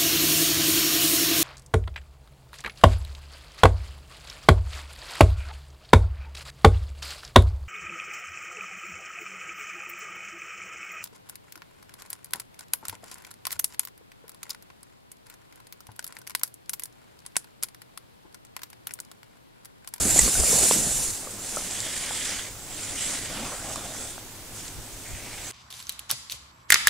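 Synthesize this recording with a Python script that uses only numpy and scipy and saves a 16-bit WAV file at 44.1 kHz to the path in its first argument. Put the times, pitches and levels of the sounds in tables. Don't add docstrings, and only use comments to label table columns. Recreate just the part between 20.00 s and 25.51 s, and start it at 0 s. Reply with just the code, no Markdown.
import sys
import numpy as np
from scipy import signal
from scipy.fft import rfft, irfft
from scipy.io import wavfile
from scipy.ndimage import uniform_filter1d

SR = 44100
rng = np.random.default_rng(int(sys.argv[2]) if len(sys.argv) > 2 else 0)


def int16_out(signal):
    q = np.round(np.clip(np.atleast_2d(signal).T, -1, 1) * 32767)
    wavfile.write(sys.argv[1], SR, q.astype(np.int16))


N = 243167

# frequency in Hz, relative density in dB per Hz.
SPRAY_NEAR_COLOUR = [(1760, -21), (3000, -16), (3240, -28), (3540, -13), (5600, -8.5), (6510, -4),
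                     (7220, 3.5), (8510, -2), (9560, -1.5), (10700, -7.5), (11700, -11), (15500, -22.5)]
SPRAY_FAR_COLOUR = [(2240, -45), (3800, -16), (4080, -13), (5530, -4.5), (7780, 2), (10100, -6),
                    (11100, -10.5), (15500, -38)]
# frequency in Hz, relative density in dB per Hz.
SCRAPE_COLOUR = [(600, -8), (950, -13), (1300, -6.5), (1800, 0.5), (2700, 0), (3500, 1), (4200, -3),
                 (5000, -1), (6500, -30)]
# frequency in Hz, relative density in dB per Hz.
RUMBLE_NEAR_COLOUR = [(70, -15), (150, -0.5), (200, 2), (300, -1.5), (450, -1), (750, -5), (1100, -11.5),
                      (1600, -14), (2400, -32)]
RUMBLE_FAR_COLOUR = [(90, -2), (160, -5), (280, 1), (400, -12.5), (540, -3.5), (720, -3.5), (1000, -9),
                     (1500, -7), (2400, -32)]


def skis():
    spray_gain, scrape_gain, rumble_gain = friction()
    chatter = waver(10, 70)
    spray = receding(grains(per_s=14000, spread_db=2.0), SPRAY_NEAR_COLOUR, SPRAY_FAR_COLOUR, patchy_db=2.1)
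    spray = spray * spray_gain * gain_of(0.75 * chatter)
    scrape = receding(grains(per_s=7000, spread_db=2.5), SCRAPE_COLOUR, SCRAPE_COLOUR, patchy_db=1.57)
    scrape = scrape * scrape_gain * gain_of(1.15 * chatter)
    rumble = receding(grains(per_s=3500, spread_db=2.0), RUMBLE_NEAR_COLOUR, RUMBLE_FAR_COLOUR, patchy_db=3.0)
    rumble = rumble * rumble_gain * gain_of(0.66 * chatter)
    return spray + scrape + rumble


# spray, scrape and rumble in dB.
GLIDE_LEVELS = (-35, -49.5, -42.5)
# edge set in seconds, edge released in seconds,
# mid-turn spray in dB, mid-turn scrape in dB, rumble in dB, growth of the scrape over the turn in dB.
CARVED_TURNS = [(-.2, 1.15, -23, -39, -45.5, -3.5), (1.434, 2.422, -26.5, -33.5, -41, 16.5),
                (2.73, 4.135, -26, -32, -36, -3.5), (4.47, 5.7, -29.5, -37, -40.5, 31)]
EDGE_SET_S, EDGE_RELEASE_S = 0.2, 0.24
SPRAY_GROWTH = 0.55
# start in seconds, end in seconds, spray in dB, scrape in dB.
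TAIL_SKIDS = [(0.082, 0.296, -23, -39.5), (0.46, 0.79, -21, -36), (1.42, 1.693, -33, -43),
              (2.98, 3.206, -20.5, -27.5), (3.22, 3.497, -45, -29.5), (3.69, 3.77, -24, -36),
              (3.94, 4.163, -25.5, -59), (4.54, 4.716, -26, -33.5)]
SKID_RISE_S, SKID_FALL_S = 0.067, 0.11
# start in seconds, end in seconds, rumble in dB.
RIDGED_STRETCHES = [(-.1, 0.304, -35.5), (0.378, 0.421, -31.5), (0.495, 0.905, -34.5), (2.26, 2.347, -34),
                    (3.057, 3.166, -29), (3.277, 3.883, -29), (3.88, 4.08, -35)]
RIDGE_FADE_S = 0.043


def friction():
    t = np.arange(N) / SR
    power = gain_of(GLIDE_LEVELS)[:, None] ** 2 * np.ones(N)
    for start, end, spray_db, scrape_db, rumble_db, growth_db in CARVED_TURNS:
        progress = np.clip((t - start) / (end - start), 0, 1)
        growth = growth_db * (progress - 0.5)
        levels = [spray_db + SPRAY_GROWTH * growth, scrape_db + growth, np.full(N, rumble_db)]
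        power += (gain_of(levels) * held(start, end, EDGE_SET_S, EDGE_RELEASE_S)) ** 2
    for start, end, spray_db, scrape_db in TAIL_SKIDS:
        skid = gain_of([[spray_db], [scrape_db]]) * held(start, end, SKID_RISE_S, SKID_FALL_S)
        power[:2] += skid ** 2
    for start, end, rumble_db in RIDGED_STRETCHES:
        drumming = gain_of(rumble_db) * held(start, end, RIDGE_FADE_S, RIDGE_FADE_S)
        power[2] += drumming ** 2
    return np.sqrt(power) * PASS_DISTANCE_M / distance()


# frequency in Hz, likeness of the two ears from 0 to 1, phase by which left leads in radians.
NEAR_EARS = [(1520, 1, 0), (3100, 0.88, 0.051), (3900, 0.99, -.05), (5800, 0.71, -0.17),
             (7000, 0.63, -0.071), (7500, 0.9, .45), (8150, 0.8, 1.2), (8800, 0.46, 0.26),
             (10300, 0.85, .1), (12400, 0.67, 0), (13800, 0.2, -.3)]
FAR_EARS = [(2040, 1, 0.094), (2600, .62, -.15), (3420, 0.96, -0.12), (4200, .55, .5), (5000, 0.65, 0.078),
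            (7100, 0.67, 0.55), (8300, .66, 1.34), (9200, .6, 1.1), (10000, .68, 0.71), (11300, .4, 0.93),
            (13000, .35, 0)]
FAR_M, FAR_STEEPNESS = 14.4, 4.7


def receding(drive, near_colour, far_colour, patchy_db):
    near = 1 / (1 + (distance() / FAR_M) ** FAR_STEEPNESS)
    close = coloured(drive, near_colour, NEAR_EARS, patchy_db)
    distant = coloured(drive[::-1], far_colour, FAR_EARS, patchy_db)
    return np.sqrt(near) * close + np.sqrt(1 - near) * distant


PASS_S, PASS_DISTANCE_M, SPEED_M_PER_S = 0.4, 8.18, 10.77


def distance():
    along = SPEED_M_PER_S * (np.arange(N) / SR - PASS_S)
    return np.hypot(PASS_DISTANCE_M, along)


# start in seconds, end in seconds, pitch in Hz, 3 dB bandwidth in Hz, rms level before fades in dB.
EDGE_BITES = [(.02, .14, 266, 151, -36.5), (1.75, 2.43, 2140, 596, -44), (2.287, 2.407, 2000, 1000, -49),
              (1.65, 2.47, 3160, 645, -43.5), (2.95, 3.097, 2930, 400, -45), (3.27, 3.467, 225, 130, -43),
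              (3.434, 3.55, 1110, 600, -43), (3.557, 4.102, 705, 170, -50), (3.68, 4.226, 3520, 400, -52),
              (5.021, 5.6, 2210, 740, -48), (5.197, 5.6, 830, 298, -51.5)]


def bites():
    out, f = np.zeros(N), np.fft.rfftfreq(SR, 1 / SR)
    slips = grains(per_s=2500, spread_db=0.5) * gain_of(2.8 * waver(6, 40))
    for start, end, hz, width_hz, db in EDGE_BITES:
        stretch = slips[max(int(start * SR), 0):int(end * SR)]
        resonance = 1 / (1 + 1.3j * (f - hz) / width_hz) ** 2
        ring = irfft(rfft(stretch, SR) * resonance, SR)[:len(stretch)]
        fades = signal.windows.tukey(len(ring), 0.25)
        add(out, start, gain_of(db) * evened(ring) * fades)
    return out


# time in seconds, level of the lower mode in dB, its pitch in Hz,
# upper mode relative to the lower in dB, time to decay by 60 dB in seconds.
SNOW_KNOCKS = [(0.1605, -18.5, 330, -3, .044), (.1896, -29, 898, 10.5, 0.048),
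               (0.2778, -21, 513, -2.5, 0.017), (.353, -32, 682, 5.5, 0.055), (.398, -21, 367, -6, 0.018),
               (.4355, -19, 600, -11, 0.024), (0.5287, -20.5, 480, -13, 0.055),
               (0.7106, -6.5, 450, -3, 0.0086), (.862, -35, 594, -3, 0.019),
               (1.272, -30.5, 535, -0.5, 0.023), (1.5703, -21.5, 597, -1.5, .028),
               (2.109, -24.5, 840, -24, .02), (3.7595, -24, 1120, -19, .019), (4.18, -28, 685, -2, 0.01)]
OVERTONE = 2.2


def knocks():
    out, t = np.zeros(N), np.arange(4000) / SR
    push = np.sin(np.pi * t / 0.0002) * np.exp(-t / 0.00006)
    for s, db, hz, overtone_db, t60 in SNOW_KNOCKS:
        upper = gain_of(overtone_db) * np.sin(2 * np.pi * OVERTONE * hz * t)
        lower = np.sin(2 * np.pi * hz * t)
        ring = gain_of(-60 * t / t60) * (upper - lower)
        add(out, s, gain_of(db) * (ring + 0.38 * push))
    low_cut = signal.butter(2, 240, "high", fs=SR, output="sos")
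    return signal.sosfilt(low_cut, out)


# time in seconds, rms level before rise and decay in dB, pitch in Hz,
# distance from the pitch to half amplitude in Hz, time to decay by 60 dB in seconds.
ICE_TICKS = [(.1615, -18, 7430, 1600, .016), (0.1905, -5, 8350, 1100, 0.016),
             (.1922, -19, 3000, 2500, 0.024), (0.1916, -4, 7460, 800, 0.018),
             (.3417, -11, 7800, 1600, .015), (0.3998, -10, 7500, 1600, 0.016),
             (.7107, -19, 2300, 1400, 0.021), (.7128, -15, 7300, 1200, 0.011),
             (1.5617, -18, 7440, 1900, 0.0088), (1.7102, -23, 6800, 2400, .01),
             (1.8035, -15, 6000, 1800, .0074), (3.758, -20.5, 7150, 2800, .0091),
             (4.68, -28, 6000, 2400, .014)]
TICK_RISE = 0.044


def ticks():
    out, t = np.zeros(N), np.arange(2048) / SR
    f = np.fft.rfftfreq(len(t), 1 / SR)
    for s, db, hz, width_hz, t60 in ICE_TICKS:
        band = 1 / (1 + ((f - hz) / width_hz) ** 4)
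        burst = irfft(rfft(rng.standard_normal(len(t))) * band)
        rise = np.minimum(t / (TICK_RISE * t60), 1)
        add(out, s, gain_of(db - 60 * t / t60) * rise * evened(burst))
    return out


# frequency in Hz, relative density in dB per Hz before the treble cut.
BREEZE_COLOUR = [(12, 3.5), (40, 6.5), (80, -4.5), (150, -10), (220, -28)]
# frequency in Hz, relative density in dB per Hz before the treble cut.
GUST_COLOUR = [(12, -1.5), (45, 7), (80, 1), (150, -3), (220, -20)]
# start in seconds, end in seconds, full level in dB.
WIND_GUSTS = [(-.1, 0.164, -33.5), (0.18, 0.276, -29), (0.364, 0.443, -27), (.46, 0.674, -38.5),
              (0.767, 1.132, -40), (4.764, 4.803, -35.5), (5.1, 5.176, -38)]
GUST_FADE_S = 0.057
BREEZE_DB, BREEZE_SWING_DB = -51, 1


def wind():
    breeze = gain_of(BREEZE_DB + BREEZE_SWING_DB * waver(1.516, 7.3))
    gusts = sum(gain_of(db) * held(start, end, GUST_FADE_S, GUST_FADE_S) for start, end, db in WIND_GUSTS)
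    return breeze * eddies(BREEZE_COLOUR, shared=1.1) + gusts * eddies(GUST_COLOUR, shared=0.7)


def eddies(colour, shared):
    f = np.fft.rfftfreq(N, 1 / SR)
    both, left, right = rfft(rng.standard_normal((3, N)))
    pair = shared * both + np.array([left, right])
    treble_cut = 1 / (1 + (f / 220) ** 6)
    return evened(irfft(pair * gain_of(read(colour, f)) * treble_cut, N))


# frequency in Hz, relative density in dB per Hz.
AIR_COLOUR = [(35, -43), (60, -30), (98, -12), (179, -9.5), (278, -7.5), (312, -7.5), (641, -14.5),
              (809, -14), (888, -14), (1200, -16.5), (1320, -16.5), (4110, -16.5), (15500, -20)]
# frequency in Hz, likeness of the two ears from 0 to 1, phase by which left leads in radians.
AIR_EARS = [(100, 1, 0), (795, 0.94, 0), (2000, 0.51, 0), (4000, 0.049, 0), (14000, 0.24, 0)]
AIR_DB = -43
HUM_HZ, HUM_WIDTH_HZ, HUM_DB = 104.3, 13.5, -53


def outdoors():
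    air = gain_of(AIR_DB) * coloured(rng.standard_normal(N), AIR_COLOUR, AIR_EARS, patchy_db=0.3)
    f = np.fft.rfftfreq(N, 1 / SR)
    band = 1 / (1 + ((f - HUM_HZ) / HUM_WIDTH_HZ) ** 2)
    hum = evened(irfft(rfft(rng.standard_normal(N)) * band, N))
    return air + gain_of(HUM_DB) * hum


def grains(per_s, spread_db):
    size = gain_of(spread_db * np.minimum(rng.exponential(1, N), 5))
    struck = rng.random(N) < per_s / SR
    return evened(size * rng.choice([-1, 1], N) * struck)


def coloured(drive, colour, image, patchy_db):
    sources = np.vstack([drive, rng.standard_normal((2, N))])
    hz, _, z = signal.stft(sources, SR, nperseg=1024, noverlap=768)
    same, lead = (read(np.array(image)[:, [0, k]], hz)[:, None] for k in (1, 2))
    same = np.clip(same, 0, 1)
    direct = z[0] * np.exp(0.5j * np.array([lead, -lead]))
    patches = uniform_filter1d(rng.standard_normal(z[0].shape), size=12, axis=0)
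    patches = evened(uniform_filter1d(patches, size=9, axis=1))
    gain = gain_of(read(colour, hz)[:, None] + patchy_db * patches)
    pair = (np.sqrt(same) * direct + np.sqrt(1 - same) * z[1:]) * gain
    return evened(signal.istft(pair, SR, nperseg=1024, noverlap=768)[1][:, :N])


def held(start, end, rise_s, fall_s):
    t = np.arange(N) / SR
    up = np.clip(0.5 + (t - start) / rise_s, 0, 1)
    down = np.clip(0.5 + (end - t) / fall_s, 0, 1)
    return up * down


def waver(low_hz, high_hz):
    t = np.arange(0, N, 32) / SR
    rates = np.geomspace(low_hz, high_hz, 30)
    slow = sum(np.sin(2 * np.pi * (f * t + rng.random())) for f in rates)
    return np.interp(np.arange(N) / SR, t, evened(slow))


def gain_of(db):
    return 10 ** (np.asarray(db) / 20)


def evened(x):
    return x / np.sqrt(np.mean(x ** 2) + 1e-20)


def read(points, hz):
    f, value = np.transpose(points)
    return np.interp(np.log(hz + 1), np.log(f + 1), value)


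def add(mix, s, sound):
    part = mix[max(round(s * SR), 0):][:len(sound)]
    part += sound[:len(part)]


def scene():
    return skis() + bites() + knocks() + ticks() + wind() + outdoors()


# frequency in Hz, left relative to right in dB.
PORT_BALANCE = [(2200, -0.5), (2800, -2), (3500, -1.5), (4200, -0.5), (4900, -2), (6000, 0.5), (6500, -6.5),
                (7250, -7), (8000, -4.5), (8500, 2.5), (9400, 4.5), (10700, 5), (12300, 2), (14200, 5.5),
                (15500, -2)]
OVERLOAD = 0.9
BAND_LIMIT_HZ = 15700


def record(dry):
    f = np.fft.rfftfreq(N, 1 / SR)
    lean = gain_of(read([(1000, 0)] + list(PORT_BALANCE), f))
    ports = np.array([lean, np.ones_like(lean)]) / np.sqrt((1 + lean ** 2) / 2)
    heard = irfft(rfft(dry) * ports, N)
    heard = np.clip(heard, -OVERLOAD, OVERLOAD)
    band_limit = signal.firwin(511, BAND_LIMIT_HZ, window=("kaiser", 9), fs=SR)
    return signal.oaconvolve(heard, band_limit[None], "same")


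dry = scene()
out = record(dry)
int16_out(out)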